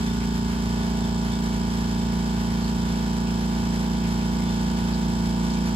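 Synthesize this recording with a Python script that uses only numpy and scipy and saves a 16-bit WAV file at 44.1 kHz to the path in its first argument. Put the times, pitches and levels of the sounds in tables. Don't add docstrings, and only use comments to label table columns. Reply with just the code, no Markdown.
import sys
import numpy as np
from scipy import signal
from scipy.fft import rfft, irfft
from scipy.io import wavfile

SR = 44100
rng = np.random.default_rng(int(sys.argv[2]) if len(sys.argv) > 2 else 0)


def inscribe(sig):
    pcm = np.round(np.clip(np.atleast_2d(sig).T, -1, 1) * 32767)
    wavfile.write(sys.argv[1], SR, pcm.astype(np.int16))


N = 253575
TIME = np.arange(N) / SR
FREQS = np.fft.rfftfreq(N, 1 / SR)
PORT_LAG_S = .000268


# place/turns, relative level/dB, direction (1 pushes, -1 pulls)
PISTON_STROKES = [(.28, 0, 1), (.891, -3.2, -1)]
# f/Hz, width/Hz
TANK_AND_ROOM_RESONANCES = [(152, 12), (283, 12), (351, 12)]
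# f/shaft speed, level/dB, left minus right/dB, change on leaning in/dB, drift/(dB per s)
DRONE_TONES = [(2, -31.3, -.5, 0, 0), (3, -45.5, -1, 0, 0), (4, -40, -2, 1.5, -1), (5, -41.2, -2, 0, 0),
               (6, -29.9, -3, 0, .5), (7, -30.8, -2, 0, .2), (8, -29.5, 0, 0, .1), (9, -40.6, 1, -4, .5),
               (10, -45.3, -2, 2, 0), (11, -51.3, 5, 5, 1), (12, -45.5, -7, 2.5, 1), (13, -45.3, 0, 0, .3),
               (14, -44.5, 2, 0, -.8), (15, -54, -3, 1, -1.8), (16, -56, -6, 4, -.8),
               (17, -48.3, -5, 4, .6), (18, -59.3, -2, 3, 1), (19, -59, 0, 0, 0), (21, -54.8, 0, 6, 0),
               (22, -59, -10, 0, 1), (23, -48.3, -9, 5, .2), (24, -57.5, -4, 0, 0), (25, -61, -7, -7, 0),
               (26, -59.7, 3, 0, 0), (27, -49, -3, 5, 0), (28, -55.5, -6, 0, .3), (29, -46.3, -6, 3, .5),
               (30, -60, 0, 0, 0), (31, -45.7, -6, 0, 0), (32, -53.5, 0, -5, 1.8), (33, -56.5, 3, 0, 1),
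               (34, -45, -10, 2, .2), (35, -61, 0, 0, 0), (36, -58.5, -13, 0, 0), (37, -58, -14, 0, 0),
               (38, -58.5, 1, 0, 0), (40, -59, -16, 0, 0), (41, -57, 2, -2, 0), (42, -57, 0, 4, .5),
               (43, -57, 2, 0, 0)]

def tank_drone(turns, trim_db=-.16, scatter_hz=700, spread_hz=1500):
    not_leaning = (1 - np.tanh((TIME - .62) / .25)) / 2
    head_db = 3.2 * np.exp(-((TIME - .92) / .25) ** 2)
    out = 0
    for multiple, db, pan_db, lean_db, drift in DRONE_TONES:
        hz = multiple * SHAFT_HZ
        push = sum(direction * undb(stroke_db) * np.exp(-2j * np.pi * multiple * place)
                   for place, stroke_db, direction in PISTON_STROKES)
        ringing = np.prod([hz ** 2 - centre ** 2 - 1j * hz * width for centre, width in TANK_AND_ROOM_RESONANCES])
        shared, apart = rng.standard_normal(2)
        phase = np.angle(push / ringing) + shared * (hz / scatter_hz) ** 2
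        left_lag = 2 * np.pi * hz * PORT_LAG_S + apart * (hz / spread_hz) ** 2
        tone = shaft_tone(turns, multiple, phase, left_lag, waver=.015 + .17 * (hz / 1000) ** 2)
        middle_share = np.exp(-((hz - 680) / 200) ** 2)
        swell_db = drift * (TIME - TIME.mean()) - lean_db * not_leaning + head_db * middle_share
        sides = level(undb(np.array([[pan_db], [-pan_db]]) / 2), db + trim_db)
        out = out + sides * undb(swell_db) * tone
    return out


# f/Hz, relative level/dB; the treble is left with deep gaps
RUSH_SPECTRUM = [(250, 4), (500, 3), (900, 4), (1150, 6.5), (1350, 3), (1700, 5.5), (2000, 3.5),
                 (3000, -1.5), (3500, -3), (4600, -2.5), (6500, -3), (8000, -20.5), (11000, -8),
                 (13500, -19), (16000, -53)]

def cooling_fan(level_db=-41, waver_db=1.5):
    rush = rng.standard_normal((3, N)) * undb(waver_db * wander(15))
    return level(colour(two_ports(rush, room_db=-3), RUSH_SPECTRUM), level_db)


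# f/Hz, relative level/dB; the treble is left with a deep gap
RATTLE_SPECTRUM = [(400, -16), (900, -4), (1100, 2), (1300, 2.5), (1600, 3), (2000, -2), (2600, -5.5),
                   (3100, 2.5), (3600, 1), (3900, 0.5), (4900, -2), (5600, -2.5), (6500, -16), (7700, -1),
                   (9000, -49), (15000, -36)]

def piston_rattle(turns, level_db=-44.5, uneven_db=.5):
    clatter = repeating_noise(turns) * undb(uneven_db * wander(23))
    return level(colour(two_ports(clatter, room_db=9.5), RATTLE_SPECTRUM), level_db)


# place/turns, fade time/turns, relative level/dB
VALVE_FLAPS = [(1, 0.076, -24), (0.07, 0.11, -4.5), (.28, 0.086, 1), (0.81, .12, 1.5)]
# f/Hz, relative level/dB
VALVE_SPECTRUM = [(1500, -18), (3200, -3.5), (4200, -0.5), (5300, 7), (6200, -3), (7000, -4), (7450, 4),
                  (8100, 1), (8800, -13), (11000, -8), (16000, -56)]

def reed_valves(turns, level_db=-46.5, puff_db=-2, leak_db=-22, uneven_db=1):
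    tick_and_puff = repeating_noise(turns) + undb(puff_db) * rng.standard_normal((3, N))
    flow = undb(leak_db)
    for place, fade, db in VALVE_FLAPS:
        age = (turns - place) % 1 / fade
        flow = flow + undb(db) * np.tanh(2 * age) * np.exp(-age)
    puffs = tick_and_puff * level(flow, 0) * undb(uneven_db * wander(28))
    return level(colour(two_ports(puffs, room_db=-6), VALVE_SPECTRUM), level_db)


# f/shaft speed, level before the trim/dB
HOUSING_TONES = [(49, -59), (50, -59), (51, -53), (52, -60), (54, -56), (58, -54), (60, -58), (61, -59),
                 (63, -60), (79, -58), (91, -58), (93, -63), (99, -63), (100, -60), (103, -62), (106, -59),
                 (108, -61), (110, -60), (111, -61), (113, -58), (119, -63), (124, -63), (164, -63),
                 (166, -59), (168, -63), (171, -63), (173, -63), (178, -63), (180, -60), (182, -62),
                 (185, -58), (190, -62), (191, -60), (208, -64), (269, -65), (271, -65), (275, -66),
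                 (276, -64)]

def housing_buzz(turns, trim_db=-4):
    out = 0
    for multiple, db in HOUSING_TONES:
        phase, left_lag = 2 * np.pi * rng.random(), rng.standard_normal()
        out = out + undb(db + trim_db) * shaft_tone(turns, multiple, phase, left_lag, waver=.42)
    return out


# f/Hz, level/dB
HUM_TONES = [(120, -64), (177.4, -49)]

def motor_hum():
    return sum(level(np.sin(2 * np.pi * hz * TIME), db) for hz, db in HUM_TONES)


# f/Hz, relative level/dB
RUMBLE_SPECTRUM = [(20, -38), (36, -28), (48, 1), (60, -4.5), (78, 6.5), (97, -7), (115, 8), (135, -5.5),
                   (155, 3), (220, -7.5), (300, -8.5), (500, -33), (1200, -38)]

def room_rumble(level_db=-38):
    noise = rng.standard_normal((3, N))
    return level(colour(two_ports(noise, room_db=-16), RUMBLE_SPECTRUM), level_db)


# t/s, f/Hz, width/octaves, half-length/s, level/dB
RUBS_AND_RINGS = [(0.225, 2200, .4, .025, -48), (1.336, 3520, .06, .025, -42), (2.134, 2050, .25, .03, -51),
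                  (2.513, 2000, .22, .025, -51), (2.66, 4450, .18, .035, -44), (3.28, 2600, .2, 0.035, -49),
                  (4.05, 2400, 0.37, .03, -47), (4.22, 2600, .12, 0.033, -47), (4.42, 2100, .25, .03, -47),
                  (4.777, 3000, 0.81, 0.016, -43), (4.944, 4400, .3, .028, -43),
                  (5.274, 3500, .04, .05, -61), (5.5, 3520, .04, .12, -60), (5.543, 4800, 0.76, 0.023, -43),
                  (5.57, 2430, 0.22, 0.022, -45)]

def rubs_and_rings(grain_db=3.5, grain_hz=200):
    grains = rng.standard_normal((2, N)) * undb(grain_db * wander(grain_hz, size=8192))
    return sum(level(band(grains, hz, octaves), db) * np.exp(-((TIME - at) / half_length) ** 2)
               for at, hz, octaves, half_length, db in RUBS_AND_RINGS)


# t/s, f/Hz, starting level/dB
CATCHES = [(0.211, 2100, -43), (.23, 2250, -40), (2.51, 2050, -41), (2.645, 4450, -38), (2.679, 4400, -43),
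           (3.295, 2600, -36), (4.046, 2300, -42), (4.061, 2600, -40), (4.218, 2600, -42),
           (4.935, 4500, -39), (5.507, 5000, -37), (5.579, 2450, -43)]

def painter_ticks(fade_s=.0068, octaves=.24):
    noise = rng.standard_normal((2, N))
    return sum(level(band(noise, hz, octaves), db) * (TIME >= at) * np.exp(-abs(TIME - at) / fade_s)
               for at, hz, db in CATCHES)


def faint_ring(hz=3540, level_db=-55, waver_db=4):
    ring = band(rng.standard_normal((2, N)), hz, octaves=.03)
    return level(ring * undb(waver_db * wander(6)), level_db)


def shaft_tone(turns, multiple, phase, left_lag, waver):
    angle = 2 * np.pi * multiple * turns + phase + np.array([[-left_lag], [left_lag]]) / 2
    return np.sqrt(2) * (1 + waver * wander(24.6)) * np.cos(angle)


def repeating_noise(turns, size=8192, tones=550):
    one_turn = irfft(np.exp(2j * np.pi * rng.random((3, tones))), size)
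    return level(np.array([np.interp(turns % 1, np.arange(size) / size, row) for row in one_turn]), 0)


def two_ports(sounds, room_db):
    direct, reflections = sounds[0], sounds[1:]
    late = irfft(rfft(direct) * np.exp(-2j * np.pi * FREQS * PORT_LAG_S), N)
    return np.array([late, direct]) + undb(room_db) * reflections


def wander(rate_hz, size=2048):
    slow = FREQS[:size // 2 + 1]
    steps = irfft(rfft(rng.standard_normal(size)) * np.exp(-(slow / rate_hz) ** 2) * (slow > 0))
    return np.interp(TIME, np.linspace(0, N / SR, size), level(steps, 0))


def colour(x, spectrum):
    hz, db = np.transpose(spectrum)
    return irfft(rfft(x) * undb(np.interp(np.log(FREQS + 1), np.log(hz), db)), N)


def band(x, hz, octaves):
    return irfft(rfft(x) * np.exp(-(np.log2((FREQS + 1) / hz) / octaves) ** 2), N)


def level(x, db):
    return x * undb(db) / np.sqrt(np.mean(x ** 2))


def undb(db):
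    return 10 ** (np.asarray(db) / 20)


SHAFT_HZ, CREEP_HZ_PER_S = 28.681, .003

def scene():
    speed_hz = (SHAFT_HZ + CREEP_HZ_PER_S * TIME) * (1 + .0001 * wander(3))
    turns = np.cumsum(speed_hz) / SR
    compressor = tank_drone(turns) + housing_buzz(turns) + piston_rattle(turns) + reed_valves(turns)
    compressor += cooling_fan() + motor_hum()
    return compressor + room_rumble() + rubs_and_rings() + painter_ticks() + faint_ring()


def record(dry, top_hz=15800):
    return signal.sosfilt(signal.ellip(10, .1, 80, top_hz, fs=SR, output="sos"), dry)


dry = scene()
out = record(dry)
inscribe(out)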